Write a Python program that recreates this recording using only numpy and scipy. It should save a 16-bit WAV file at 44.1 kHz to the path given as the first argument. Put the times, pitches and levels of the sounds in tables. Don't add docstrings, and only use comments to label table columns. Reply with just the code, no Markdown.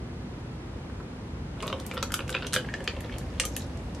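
import sys
import numpy as np
from scipy import signal
from scipy.fft import rfft, irfft, next_fast_len
from scipy.io import wavfile

SR = 44100
rng = np.random.default_rng(int(sys.argv[2]) if len(sys.argv) > 2 else 0)


def log_audio(samples):
    frames = np.atleast_2d(samples).T
    limited = np.clip(frames, -1, 1)
    pcm = np.round(limited * 32767).astype(np.int16)
    wavfile.write(sys.argv[1], SR, pcm)


N = 176400
TOP_HZ = 16500


def amp(db):
    return 10 ** (np.asarray(db) / 20)


def unit(x):
    return x / np.sqrt(np.mean(x ** 2) + 1e-20)


def blow(x, duration_s=0.005):
    return x * np.sqrt(duration_s * SR / (np.sum(x ** 2) + 1e-20))


def along(points, hz):
    f, values = np.transpose(points)
    return np.interp(np.log(hz + 1), np.log(f + 1), values)


def at(points, s):
    return np.interp(s, *np.transpose(points))


def filtered(x, response):
    n = x.shape[-1]
    size = next_fast_len(n + 4096)
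    return irfft(rfft(x, size) * response(np.fft.rfftfreq(size, 1 / SR)), size)[..., :n]


def add(track, start_s, x):
    part = track[max(round(start_s * SR), 0):][:len(x)]
    part += x[:len(part)]


def ring(t, hz, t60):
    return np.sin(2 * np.pi * hz * t) * amp(-60 * t / t60) * (1 - np.exp(-2 * hz * t))


def band(x, hz, width):
    return filtered(x, lambda f: np.exp(-((f / hz - 1) / width) ** 2 / 2))


def burst(t, hz, width, t60):
    noise = np.pad(rng.standard_normal(len(t)) * amp(-60 * t / t60), (32, 0))
    return blow(band(noise, hz, width)[20:-12])


def room_tone():
    spectrum = [(15, -37), (25, -46), (49, -5), (108, -2), (145, -4.5), (185, -6), (344, -10), (416, -14.5),
                (463, -14), (659, -22), (936, -21.5), (1130, -24.5), (1330, -25.5), (9570, -49),
                (16000, -86)]
    width = [(60, -45), (110, -32.5), (200, -19), (380, -12), (700, -3.5), (1290, -2.5), (2380, 2),
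             (4400, 5), (8120, 3), (15000, 21)]
    swell = [(0, 0.5), (1.2, 4.1), (2.9, 1.5), (3.05, 12.8), (3.25, 7.9), (3.5, 4.5), (4, 8.5)]
    hum_tones = [(59.5, -51.5), (247.6, -52)]
    t = np.arange(N) / SR
    noise = rng.standard_normal((2, N))
    mid, side = filtered(noise, lambda f: amp([along(spectrum, f), along(spectrum, f) + along(width, f)]))
    air = amp(-38.5) * unit(np.array([mid + side, mid - side]))
    bass = filtered(air, lambda f: 1 / (1 + (f / 80) ** 4))
    hum = 0
    for hz, db in hum_tones:
        drift = unit(filtered(rng.standard_normal(N), lambda f: np.exp(-(f / 3) ** 2)))
        hum += amp(db) * np.sqrt(2) * np.sin(2 * np.pi * hz * t + 1.2 * drift)
    return air + (amp(at(swell, t)) - 1) * bass + hum


def taps():
    ticks = [(.848, -48), (.899, -44), (1.002, -42.5), (1.573, -48)]
    out, t = np.zeros(N), np.arange(SR // 25) / SR
    for s, db in ticks:
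        add(out, s, amp(db) * burst(t, hz=1200, width=0.28, t60=0.03))
    return out


def diffuse_tail():
    decay = [(400, 0.23), (1100, 0.2), (2800, 0.17), (7000, 0.18), (11000, 0.17), (14000, 0.058)]
    colour = [(300, 3.5), (1100, -4.5), (2000, -3), (3000, -4), (4700, 1), (7000, 0.5), (11000, -1),
              (14000, 7)]
    likeness = [(400, 0.98), (1500, 0.92), (3000, 0.46), (6000, -0.21)]

    def mid_side_gains(f):
        angle = np.arccos(np.clip(along(likeness, f), -1, 1)) / 2
        return np.array([np.cos(angle), np.sin(angle)])

    hz, t, bands = signal.stft(rng.standard_normal((2, SR // 3)), SR, nperseg=256)
    fade = amp(-60 * t / along(decay, hz)[:, None]) * (1 - np.exp(-t / 0.0005))
    tail = signal.istft(bands * fade, SR, nperseg=256)[1]
    mid, side = filtered(tail / np.linalg.norm(tail[0]), mid_side_gains)
    return filtered(np.array([mid + side, mid - side]), lambda f: amp(along(colour, f)))


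def kitchen(x, size=8820):
    walls = [(.0029, 0.091), (.0081, 0.043), (0.0097, .12)]
    reverb, padded = np.zeros((2, N)), np.pad(x, (0, size))
    for start in range(0, N, size // 2):
        piece = padded[start:start + size] * np.sqrt(np.hanning(size))
        for track, response in zip(reverb, signal.fftconvolve(piece[None], diffuse_tail(), axes=1)):
            add(track, start / SR, response)
    near = filtered(x, lambda f: 1 + sum(gain * np.exp(-2j * np.pi * f * s) for s, gain in walls))
    return near + amp(-3) * reverb


def background_hiss(start_s=1.544, rise_s=0.061):
    spectrum = [(150, -21), (260, 6.5), (400, -16), (500, 1.5), (620, 1), (1100, -8), (2000, -23),
                (3000, -23.5), (5000, -23), (8000, -25.5), (11000, -29), (16000, -64)]
    hiss = unit(filtered(rng.standard_normal(N), lambda f: amp(along(spectrum, f))))
    onset = np.clip((np.arange(N) / SR - start_s) / rise_s, 0, 1)
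    return amp(-51.5) * onset * hiss


def bubbles(per_s, hz, spread, cycles, scatter_db):
    out, t = np.zeros(N), np.arange(SR // 50) / SR
    when, radius, angle, strength = rng.random((int(per_s * N / SR), 4)).T
    pitches = hz * np.exp(spread * np.sqrt(-2 * np.log(1 - radius)) * np.cos(2 * np.pi * angle))
    gains = amp(scatter_db * np.minimum(-np.log(1 - strength), 4))
    for s, pitch, gain in zip(when * N / SR, np.minimum(pitches, TOP_HZ), gains):
        t60 = cycles / pitch
        glide = 1 + 0.26 * np.minimum(t / t60, 1)
        add(out, s, gain * ring(t, pitch * glide, t60))
    return unit(out)


def trickle():
    patter_db = [(1.52, -78), (1.63, -48), (1.72, -60), (1.82, -57), (1.97, -52.5), (2.08, -62),
                 (2.25, -63), (2.43, -47), (2.52, -56), (2.8, -57.5), (3.13, -52.5), (3.3, -58.5),
                 (3.7, -61.5), (4, -63)]
    fizz_db = [(1.5, -95), (1.64, -72), (2.3, -86), (2.75, -63), (3.2, -73), (3.6, -54), (4, -104)]
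    spatter_db = [(1.57, -73), (1.63, -47), (1.74, -58), (1.79, -64), (2.25, -69), (2.35, -52.5),
                  (2.5, -63), (3.2, -62.5), (4, -59)]
    t = np.arange(N) / SR
    patter = amp(at(patter_db, t)) * bubbles(per_s=600, hz=2494, spread=0.29, cycles=14, scatter_db=4)
    fizz = amp(at(fizz_db, t)) * bubbles(per_s=900, hz=5560, spread=0.23, cycles=17, scatter_db=6)
    spatter = amp(at(spatter_db, t)) * bubbles(per_s=340, hz=513, spread=0.192, cycles=14, scatter_db=1.5)
    return patter + spatter + fizz


def struck(t, modes, spread=0, pitch_ratio=1, scatter_db=2.2):
    out = np.zeros(len(t))
    for hz, db, t60 in modes:
        gain = amp(db + scatter_db * rng.normal()) * rng.choice([-1, 1])
        out += gain * ring(t, pitch_ratio * hz * np.exp(spread * rng.normal()), t60)
    return out


def ice():
    # start_s, thud_db, hollow_db, clack_db, clack_hz, snap_db, snap_hz
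    knocks = [(1.6044, -48, -50, -38, 2720, -55, 6600), (1.625, -32.5, -55, -48, 2600, -38.5, 5800),
              (1.629, -41, -34.5, -37.5, 2500, -61, 6900), (1.6338, -35, -40, -61, 2700, -66, 6800),
              (1.6617, -46, -42, -44, 3040, -70, 5900), (1.6684, -47, -52, -59, 2920, -44.5, 8200),
              (1.678, -32, -39, -33.5, 3010, -40, 4800), (1.7007, -35.5, -36.5, -39, 3040, -55, 5400),
              (1.7273, -28.5, -32, -29.5, 2870, -53, 5600), (1.7994, -64, -47, -43.5, 3620, -44.5, 7840),
              (1.8647, -61, -61, -67, 2800, -39, 9600), (1.913, -38.5, -40.5, -32.5, 2500, -46, 5170),
              (1.938, -39, -40, -52, 2730, -51, 8400), (1.9442, -46, -52, -50, 2920, -47, 9800),
              (1.97, -40, -34, -37.5, 3020, -62, 6000), (1.9767, -34, -36, -32.5, 3240, -54, 6100),
              (2.027, -30, -30, -31.5, 3420, -28.5, 5200), (2.028, -58, -55, -40, 2500, -38.5, 9800),
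              (2.1045, -57, -39, -53, 2870, -62, 5900), (2.1201, -40, -38.5, -37.5, 2820, -35.5, 7300),
              (2.1407, -59, -26.5, -25.5, 3260, -26, 8000), (2.1919, -34, -34.5, -32.5, 2560, -65, 6100),
              (2.2051, -39, -43, -34.5, 2800, -65, 6100), (2.2788, -64, -61, -41.5, 2660, -44.5, 6850),
              (2.2936, -43, -35.5, -35, 3020, -41.5, 7950), (2.3024, -37.5, -53, -62, 2950, -37.5, 7260),
              (2.3267, -43, -48, -35.5, 3560, -47, 6000), (2.3429, -40, -37, -32.5, 2755, -59, 5600),
              (2.3493, -31.5, -28, -26, 2890, -48, 5100), (2.365, -60, -42, -31.5, 2620, -60, 5500),
              (2.39, -58, -43, -56, 2710, -59, 6000), (2.4231, -39, -37.5, -35, 3160, -63, 5560),
              (2.43, -43, -42, -39, 3000, -66, 5800), (2.4468, -35, -40, -38, 2940, -74, 5100),
              (2.4675, -63, -47, -33.5, 3320, -36.5, 6540), (2.5252, -60, -60, -35, 3300, -44, 6340),
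              (2.5324, -51, -33, -33, 3520, -28.5, 6500), (2.5393, -47, -28.5, -26.5, 2840, -25, 7360),
              (2.547, -53, -44, -33, 3280, -41, 7540), (2.551, -36, -39, -29, 3010, -32.5, 9000),
              (2.562, -29, -23, -24.5, 2970, -38, 6200), (2.6461, -39, -42.5, -60, 2780, -70, 6500),
              (2.688, -68, -35, -39, 2040, -67, 5350), (2.7396, -34.5, -31, -34, 2500, -40.5, 4940),
              (2.8049, -35, -40.5, -45.5, 2680, -57, 6000), (2.841, -56, -56, -52, 2880, -46, 7100),
              (2.876, -31.5, -29, -23, 3074, -33.5, 4600), (2.966, -35, -49, -42, 2820, -62, 5700),
              (3.006, -65, -46, -46, 3030, -45.5, 8600), (3.046, -40, -50, -45, 2860, -64, 5900),
              (3.0961, -57, -40.5, -50, 2670, -71, 6200), (3.124, -49, -57, -41, 2820, -58, 5500),
              (3.14, -39, -49, -41.5, 2900, -68, 6000), (3.1833, -44, -54, -51, 3980, -41, 7640),
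              (3.3989, -37.5, -34, -21, 2880, -23, 6500), (3.4024, -44, -49, -37, 2910, -37, 5600),
              (3.4362, -51, -50, -39, 2720, -62, 6600), (3.452, -40, -55, -35, 3100, -31, 8160),
              (3.5649, -65, -38.5, -34.5, 2840, -30.5, 8200), (3.621, -60, -65, -44, 4160, -52, 5600),
              (3.7726, -44, -62, -69, 2850, -51.5, 6300), (3.948, -50, -62, -66, 2900, -47, 5840)]
    cavity = [(1.62, 1160), (1.73, 1170), (1.92, 1320), (2.03, 1300), (2.14, 1460), (2.35, 1490),
              (2.53, 1520), (2.57, 1654), (2.88, 1750), (3.4, 1760), (4, 1980)]
    # pitch_hz, relative_db, t60_s
    cube_modes = [(1840, -15, 0.0068), (2395, -6.5, 0.026), (2756, -0.5, 0.021), (3182, -1, 0.016),
                  (3460, 2, 0.0081)]
    thud_modes = [(365, -8, .06), (450, -4.5, .05), (512, .5, .075), (720, -13, .04), (938, -10, .06),
                  (1120, -10, .06)]
    glass_modes = [(1075, -28, .17), (1307, -29, .17), (1441, -28, .2), (1534, -27, .2), (1752, -27, .2),
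                   (2478, -27, .2), (2622, -28, .2), (3007, -24, .22), (3395, -27, .2)]
    mid, side = np.zeros(N), np.zeros(N)
    t, t_long = np.arange(SR // 25) / SR, np.arange(SR // 2) / SR
    for s, thud_db, hollow_db, clack_db, clack_hz, snap_db, snap_hz in knocks:
        air_hz = at(cavity, s)
        air_tone = blow(ring(t, air_hz, t60=0.015))
        hollow = blow(air_tone + 0.81 * burst(t, air_hz, width=0.14, t60=0.015))
        cube = blow(struck(t, cube_modes, spread=0.036, pitch_ratio=clack_hz / 2900))
        clack = blow(cube + 0.75 * burst(t, clack_hz, width=0.39, t60=0.016))
        snap, snap_side = (amp(snap_db) * burst(t, snap_hz, width=0.43, t60=0.018) for _ in range(2))
        thud = amp(thud_db - 1.5) * struck(t_long, thud_modes, spread=0.025)
        glass = amp(hollow_db) * struck(t_long, glass_modes)
        puff = amp(thud_db - 7.5) * (1 - np.exp(-t / 0.00066)) * burst(t, hz=487, width=1.0, t60=0.057)
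        fracture = amp(snap_db - 14) * burst(t, 0.98 * snap_hz, width=0.65, t60=0.0089)
        add(mid, s, amp(hollow_db + 0.5) * hollow + amp(clack_db - 0.5) * clack + snap + puff + fracture)
        add(mid, s, thud + glass)
        add(side, s, 0.54 * snap_side)
    return mid, side


def plops():
    trapped = [(1.632, 1100, -28.5), (1.663, 1114, -36), (1.68, 1140, -37), (1.703, 1097, -42),
               (1.972, 1850, -34.5), (2.029, 1270, -31), (2.346, 2450, -23), (2.351, 990, -30.5),
               (2.367, 2540, -27), (2.69, 1820, -36), (2.967, 1040, -41.5), (3.399, 1150, -32),
               (3.436, 1210, -31.5)]
    out, t = np.zeros(N), np.arange(SR // 10) / SR
    for s, hz, db in trapped:
        add(out, s, amp(db) * ring(t, hz * (1 + 0.65 * t), t60=0.061))
    return out


def chimes():
    rings = [(2.1404, 10000, -41, 0.07), (2.563, 3040, -32.5, 0.14), (3.3985, 6200, -31.5, 0.045),
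             (3.3985, 8400, -29.5, 0.038), (3.4516, 6200, -40.5, 0.081), (3.4516, 11000, -38, 0.025)]
    out, t = np.zeros(N), np.arange(SR // 3) / SR
    for s, hz, db, t60 in rings:
        cluster = unit(band(rng.standard_normal(len(t)), hz, width=0.045))
        envelope = amp(db + 3.5 - 60 * t / t60) * (1 - np.exp(-hz * t))
        add(out, s, envelope * cluster)
    return out


def scene():
    knocks, side = ice()
    sources = knocks + chimes() + trickle() + background_hiss() + plops() + taps()
    stereo = kitchen(sources) + np.array([side, -side])
    balance = amp([[-0.12], [0.12]])
    return stereo * balance + room_tone()


def record(dry):
    response = [(20, 1.5), (10000, -2), (12000, 2.5), (13500, -4), (16000, -8)]
    return filtered(dry, lambda f: amp(along(response, f)) * (f < TOP_HZ))


dry = scene()
out = record(dry)
log_audio(out)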